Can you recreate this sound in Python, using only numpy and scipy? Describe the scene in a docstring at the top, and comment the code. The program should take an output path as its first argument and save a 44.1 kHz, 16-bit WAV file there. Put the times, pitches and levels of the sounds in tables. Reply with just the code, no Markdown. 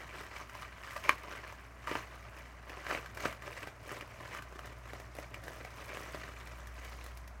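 """Opening a plastic mailing bag

Hands work the bag open in a small, quiet room, with an oscillating fan humming in the background.
The film slides and crinkles: coloured noise and many tiny clicks that ring at the pitch of its facets.
Creases snap through as short cracks with a thump and a tick, and once the taut bag gives way
with a loud pop of decaying sines. Sparse reflections from near walls surround the bag."""
import sys
import numpy as np
from scipy import signal
from scipy.fft import rfft, irfft
from scipy.io import wavfile

SR = 44100
rng = np.random.default_rng(int(sys.argv[2]) if len(sys.argv) > 2 else 0)


def master_out(mix):
    """Clip the mix to full scale and print it as 16-bit PCM to the path in sys.argv[1]."""
    frames = np.transpose(np.atleast_2d(mix))
    ceiling = np.clip(frames, -1, 1)
    pcm = np.round(ceiling * 32767).astype(np.int16)
    wavfile.write(sys.argv[1], SR, pcm)


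N = 326340

# Colours of the film, from broad panels to fine edges and the finest kinks.
# Each row: frequency in Hz, density in dB per Hz.
PANEL = [(60, -42), (130, -4.5), (230, -8), (350, -3), (500, -0.5), (650, 1.5), (800, -2), (1200, -47),
         (3000, -61)]
FILM = [(300, -17.5), (620, -0.5), (820, -5), (1120, 0), (1400, -4.5), (1650, -3), (1900, 0), (2150, -1.5),
        (2450, -4), (2700, -4.5), (2950, -1.5), (3400, -13.5), (5000, -15), (12000, -74)]
EDGE = [(1500, -23), (3300, 1.5), (4400, 0.5), (6000, 2), (7500, -1.5), (9000, -5.5), (12000, -6.5),
        (15500, -7), (16500, -29)]
PINPRICK = [(1500, -29), (5000, -14), (9000, 1.5), (14000, -1)]
# Crispness of the film as the bag is worked open.
# Each row: time in seconds, crinkle of the edges in dB relative to the effort.
CRISPNESS = [(0, -12), (0.8, -12), (0.97, -9), (1.35, -13.5), (2.0, -11), (2.4, -13), (3.05, -10.5),
             (3.21, -6.5), (3.4, -12), (3.7, -9), (4.5, -10.5), (5.3, -8.5), (6.2, -10), (6.9, -8),
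             (7.17, -6.5), (7.4, -11.5)]
LEAD_S = 0.005  # length of the soft noise that swells up before each click, in seconds


def amp(db):
    """Amplitude factor of a level in dB."""
    return 10 ** (np.asarray(db) / 20)


def unit(x):
    """The signal scaled to rms 1."""
    return x / np.sqrt(np.mean(x ** 2) + 1e-20)


def read(points, hz):
    """A spectrum table, joined on a log-frequency axis."""
    f, value = np.transpose(points)
    return np.interp(np.log(hz + 1), np.log(f), value)


def follow(rows):
    """The columns of a curve table at every sample."""
    s, *columns = np.transpose(rows)
    return [np.interp(np.arange(N) / SR, s, c) for c in columns]


def add(mix, s, sound):
    """Lay a sound into the mix from s seconds on."""
    part = mix[max(round(s * SR), 0):][:len(sound)]
    part += sound[:len(part)]


def response(points, size=2048):
    """Causal (minimum-phase) impulse response with this colour, of energy 1."""
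    log_gain = np.log(amp(read(points, np.fft.rfftfreq(size, 1 / SR))))
    cepstrum = irfft(log_gain)[:size // 2]
    cepstrum[1:] *= 2
    h = irfft(np.exp(rfft(cepstrum, size)))[:size // 2]
    return h / np.linalg.norm(h)


def colour(x, points):
    """Filter a sound to the colour of a spectrum table."""
    return signal.oaconvolve(x, response(points))[:len(x)]


def drift(per_s):
    """Smooth chance of rms 1, changing about per_s times a second."""
    hz = np.fft.rfftfreq(N, 1 / SR)
    smooth = np.exp(-(hz / per_s) ** 2)
    return unit(irfft(rfft(rng.standard_normal(N)) * smooth, N))


def fan():
    """The motor hums at the mains frequency and its octave over a soft rush of air."""
    # Hum as the fan swings. Each row: time in seconds, level at the mains frequency in dB,
    # level at its octave in dB.
    hum_levels = [(0, -58, -75), (2.4, -54.5, -66), (3.3, -54.5, -62), (3.7, -59, -62.5),
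                  (4.25, -61.5, -58), (4.5, -53, -61.5), (5, -53, -59), (5.9, -55.5, -60.5),
                  (6.5, -50.5, -64), (6.8, -48.5, -68), (7.4, -49.5, -77)]
    # Colour of the moving air. Each row: frequency in Hz, density in dB per Hz.
    air_colour = [(25, -20), (45, 0), (80, 3), (105, 11.5), (135, 0), (250, -3.5), (520, -11.5), (650, 0),
                  (800, -7), (1100, -2.5), (2200, -10.5), (3400, -26.5), (6000, -25), (15000, -37)]
    mains_hz = 59.9
    mains_db, octave_db = follow(hum_levels)
    phase = 2 * np.pi * mains_hz * np.arange(N) / SR + 0.037 * drift(2.6)
    mains = amp(mains_db) * np.sin(phase)
    octave = amp(octave_db) * np.sin(2 * phase)
    hum = np.sqrt(2) * (mains + octave)  # the table holds rms levels
    hz = np.fft.rfftfreq(N, 1 / SR)
    air = unit(irfft(rfft(rng.standard_normal(N)) * amp(read(air_colour, hz)), N))
    return hum + amp(-56) * air * amp(0.26 * drift(1))


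def room(x, first_s=0.0024, size=16384):
    """Sparse reflections from near walls, each band dying at its own speed."""
    # Decay of the room. Each row: frequency in Hz, time to fall by 60 dB in seconds.
    decay = [(150, 0.3), (2000, 0.14), (12000, 0.2)]
    taps = rng.choice([-1., 1.], size) * (rng.random(size) < 3000 / SR)  # about 3000 a second
    hz, t, z = signal.stft(taps, SR, nperseg=256)
    fading = amp(-60 * t / read(decay, hz)[:, None])
    tail = signal.istft(z * fading, SR, nperseg=256)[1]
    tail *= np.arange(len(tail)) / SR > first_s
    return signal.oaconvolve(x, tail / np.linalg.norm(tail))[:N]


def hands():
    """Strokes swell and fade, and overlap in power: gains of the film, its broad panels and its edges."""
    # Strokes over the bag. Each row: time of the height in seconds, effort in dB, swell in seconds,
    # fade in seconds, flapping of broad panels in dB relative to the effort.
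    strokes = [(0.01, -47, .05, 0.094, -3.5), (0.19, -46.5, 0.097, 0.15, -4.5),
               (0.36, -45, 0.024, 0.096, -8), (0.61, -48.5, 0.12, 0.097, -10), (0.89, -48, 0.15, 0.47, -10),
               (1.09, -43.5, 0.062, .055, -4.5), (1.35, -46.5, 0.11, 0.071, -3.5),
               (1.48, -51.5, 0.084, 0.2, -7), (1.959, -42, 0.1, 0.074, -7), (2.1, -53, 0.11, 0.27, -4.5),
               (2.37, -51, 0.047, 0.19, -5), (2.698, -48.5, 0.028, 0.057, -2), (2.94, -42, 0.15, 0.11, -4),
               (3.25, -41, .06, 0.072, -1.5), (3.45, -51, 0.023, 0.2, 0), (3.62, -49, 0.17, 0.084, -8.5),
               (3.93, -46, 0.091, 0.081, -1), (4.26, -51.5, 0.22, 0.069, -1),
               (4.36, -47, 0.079, 0.045, -4.5), (4.56, -56.5, 0.29, 0.087, -0.5),
               (4.67, -51, .025, 0.056, 0), (4.95, -55, 0.31, 0.14, -4), (5.2, -55.5, 0.083, 0.11, -7),
               (5.54, -51.5, 0.18, 0.11, 2.5), (5.98, -49, .38, 0.36, -1.5), (6.16, -52, 0.092, 0.53, -7.5),
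               (6.6, -57, 0.23, 0.044, 1), (6.85, -53, 0.15, 0.24, -6.5), (7.05, -58.5, 0.19, 0.15, -1)]
    stroke_db = 10  # a stroke gains this much during its swell and loses it again during its fade
    arch = 1.31  # above 1, a stroke has a rounder top and ends more steeply
    hold_db, hold_flap_db = -68.5, 2  # the bag stirs faintly while it is only held
    t = np.arange(N) / SR
    film = np.full(N, amp(hold_db) ** 2)
    panel = np.full(N, amp(hold_db + hold_flap_db) ** 2)
    for s, db, swell_s, fade_s, flap_db in strokes:
        near = slice(*np.searchsorted(t, [s - 3 * swell_s, s + 3 * fade_s]))
        away = np.maximum((s - t[near]) / swell_s, (t[near] - s) / fade_s)
        power = amp(db - stroke_db * away ** arch) ** 2
        film[near] += power
        panel[near] += power * amp(flap_db) ** 2
    crispness_db = follow(CRISPNESS)[0]
    return np.sqrt(film), np.sqrt(panel), np.sqrt(film) * amp(crispness_db)


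def buckles(per_s, spread_db, size=4000):
    """Tiny bucklings of the film: clicks of either sign, many small and a few large."""
    when, chance, strength, side = rng.random((size, 4)).T
    height_db = -spread_db * np.log(np.maximum(strength, 0.04))  # the floor caps the largest
    height = amp(height_db) * np.sign(side - 0.5)
    happens = chance < per_s * N / SR / size
    return unit(np.bincount((when * N).astype(int), height * happens, N))


def facet(points, hz, width_hz, ring_db):
    """One facet of the film: the common colour with a resonance of its own standing out."""
    grid = np.geomspace(60, 18000, 240)
    peak = 1 / (1 + ((grid - hz) / (width_hz / 2)) ** 2)
    raised_db = 10 * np.log10(1 + amp(ring_db) ** 2 * peak)
    return np.transpose([grid, read(points, grid) + raised_db])


def rustle(count=18):
    """Facets of many sizes buckle in clumps over the hiss of film sliding on film."""
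    film_gain, panel_gain, edge_gain = hands()
    clumps = amp(2.4 * drift(44))
    panel, film, edge = np.zeros((3, N))
    for k in range(count):
        smallness = (k + rng.random()) / count
        clicks = buckles(per_s=60, spread_db=5.0) * clumps
        pitch_hz = 950 * 2.773 ** smallness
        ringing = colour(clicks, facet(FILM, pitch_hz, width_hz=98, ring_db=17.5))
        film += amp(0.046 * read(FILM, pitch_hz)) * ringing
        # stiff edges tick by themselves, higher up
        edge_hz = 3100 * 3 ** smallness
        ticks = buckles(per_s=90, spread_db=4.7) * clumps
        ticking = colour(ticks, facet(EDGE, edge_hz, width_hz=260, ring_db=19))
        edge += amp(0.5 * read(EDGE, edge_hz)) * ticking
        if k % 2:  # every other facet drags a broad panel along
            panel_hz = rng.uniform(292, 673)
            panel += colour(clicks, facet(PANEL, panel_hz, width_hz=85, ring_db=9.5))
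    slide = rng.standard_normal(N) * unit(amp(1.5 * drift(70)))
    pricks = colour(buckles(per_s=120, spread_db=4), PINPRICK)  # the finest kinks, each a single click
    panel = amp(-2.0) * unit(panel)
    film = amp(-0.8) * unit(film) + amp(-11.5) * colour(slide, FILM)
    edge = amp(-2.5) * unit(edge) + amp(-8) * colour(slide, EDGE) + amp(-9.5) * pricks
    return film_gain * film + panel_gain * panel + amp(0.57) * edge_gain * edge


def burst(settle_s, chatter, lead_db=-9, size=1600):
    """Noise that swells briefly, one sharp click, then noise dying away."""
    click = round(LEAD_S * SR)
    t = (np.arange(size) - click) / SR
    swelling = amp(lead_db) * (1 + t / LEAD_S)
    settling = np.exp(-abs(t) / settle_s)
    noise = rng.standard_normal(size) * np.where(t < 0, swelling, settling)
    return signal.unit_impulse(size, click) + chatter * noise / np.linalg.norm(noise)


def blow(drive, points, length_s=0.007):
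    """A coloured blow with the energy of level 0 dB held for length_s."""
    sound = colour(drive, points)
    return sound * np.sqrt(length_s * SR) / np.linalg.norm(sound)


def creases():
    """Each crease ticks at its edge, cracks at the pitch of its facet and pushes the panel around it."""
    # Creases snapping through. Each row: time in seconds, level of the crack in dB,
    # pitch of the facet in Hz, thump of the panel in dB relative to the crack.
    snaps = [(0.4962, -49.5, 1490, -19), (0.5512, -47, 1060, -10), (0.908, -46, 1720, -26),
             (0.964, -36.5, 1200, -18), (1.039, -45, 2950, -18), (1.2344, -63, 1590, 4),
             (1.5251, -48, 1000, -10), (1.8737, -36, 1230, -16), (1.88, -40, 1080, -20),
             (1.8863, -45, 1110, -18), (1.893, -43, 2000, -7), (1.9132, -38, 1000, 3),
             (1.954, -32, 1100, -5), (2.696, -47.5, 1690, -5), (2.867, -38.5, 1520, -22),
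             (2.9064, -38, 1210, -12), (2.911, -33.5, 1550, -7), (2.9488, -35.5, 2310, -2),
             (3.0609, -45, 1620, -19), (3.1488, -57, 2340, -6), (3.1729, -42, 1570, -18),
             (3.205, -44, 1520, -24), (3.2546, -32, 1350, 0), (3.258, -34, 1810, -13),
             (3.3266, -44.5, 1350, -17), (3.4223, -48.5, 1870, -3), (3.6725, -45.5, 1530, 2),
             (4.0104, -43.5, 2640, -8), (4.349, -42.5, 1400, -24), (4.373, -43.5, 1310, -23),
             (4.423, -49.5, 1550, -24), (4.5919, -44.5, 1180, -4), (4.6585, -55, 1650, -6),
             (4.9337, -48, 1490, 5.5), (4.9996, -52, 2300, 2), (5.152, -61, 1800, 7), (5.167, -58, 1800, 2),
             (5.1865, -47, 2140, 7), (5.199, -60, 1900, -2), (5.3432, -42.5, 2450, -7.5),
             (5.4385, -57.5, 1790, 6), (5.481, -43, 1680, -4), (5.649, -47, 2070, 0),
             (5.9716, -42.5, 1700, 1), (6.1461, -46.5, 1330, 6), (6.473, -49.5, 1840, -3),
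             (6.672, -52, 1610, -20), (6.8483, -51, 1850, -11), (7.0421, -62, 1960, 7),
             (7.0634, -52, 1780, -16), (7.1735, -58, 2320, -15.5), (7.2778, -55, 1760, -15)]
    # the tick's level before crispness, at a firm crease; it grows little with force (dB per dB)
    tick_level_db, firm_db, tick_growth = -46, -50, 0.027
    panel_facet_hz = 1364  # facets that ring lower than this are large and lie in larger, deeper panels
    thin_db = 3  # a tick this far above its crack is half chatter, half single click
    out = np.zeros(N)
    for s, db, hz, thump_db in snaps:
        crispness_db = np.interp(s, *np.transpose(CRISPNESS))
        tick_db = tick_level_db + crispness_db + tick_growth * (db - firm_db) - db  # relative to the crack
        crack = blow(burst(settle_s=0.0024, chatter=1.4), facet(FILM, hz, width_hz=340, ring_db=14.5))
        # a harder push moves a wider, deeper panel: its colour shifts down by this factor
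        depth = np.clip(amp(-0.24 * (db + thump_db + 41.0)) * hz / panel_facet_hz, 0.4, 1)
        thump = blow(burst(settle_s=0.0076, chatter=0.36), np.multiply(PANEL, [depth, 1]))
        tick = blow(burst(settle_s=0.0054, chatter=2.4), EDGE)
        prick = blow(burst(settle_s=0.00066, chatter=0.49), PINPRICK)
        fine = 1 / (1 + amp(thin_db - tick_db))  # nearer 1 the more the crease is all edge
        edge = np.sqrt(1 - fine) * tick + fine * prick
        snap = crack + amp(thump_db) * thump + amp(tick_db) * edge
        add(out, s - LEAD_S, amp(db) * snap)
    return out


def pop(size=2200):
    """The stretched bag lets go twice in quick succession, rings briefly and crackles as it slackens."""
    # Releases of the taut bag. Each row: time in seconds, level in dB.
    releases = [(1.093, -7.5), (1.0947, -24)]
    # Ring of the taut bag. Each row: frequency in Hz, level in dB relative to the release,
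    # time to fall by 60 dB in seconds.
    modes = [(1114, -3, 0.02), (1900, 2, 0.0036), (2400, -3, 0.012), (6240, -26, 0.013)]
    t, out = np.arange(size) / SR, np.zeros(N)
    ring = np.zeros(size)
    for k, (hz, db, t60) in enumerate(modes):
        sign = (-1) ** k  # neighbouring modes start in opposite directions
        ring += sign * amp(db - 60 * t / t60) * np.sin(2 * np.pi * hz * t)
    for s, db in releases:
        tick = amp(-30.5) * blow(burst(settle_s=0.0016, chatter=1.0), EDGE)
        push = amp(-26.5) * blow(burst(settle_s=0.0052, chatter=0.5), PANEL)
        crackle = amp(-22.0) * blow(burst(settle_s=0.0088, chatter=3), FILM)
        add(out, s, amp(db) * ring)
        add(out, s - LEAD_S, amp(db) * (tick + push + crackle))
    return out


def scene():
    """The bag heard directly and off the walls, with the fan behind it."""
    handling, snaps, burst_open = rustle(), creases(), pop()
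    reflected = room(amp(-9.0) * handling + amp(-6.5) * snaps + amp(-12.0) * burst_open)
    return (handling + snaps + burst_open + reflected + fan())[None]


def record(dry):
    """The recorder's band limit: a steep low-pass."""
    cutoff_hz = 16000
    band = signal.firwin(401, cutoff_hz, window=("kaiser", 8), fs=SR)
    return signal.oaconvolve(dry, band[None], "same")


dry = scene()
out = record(dry)
master_out(out)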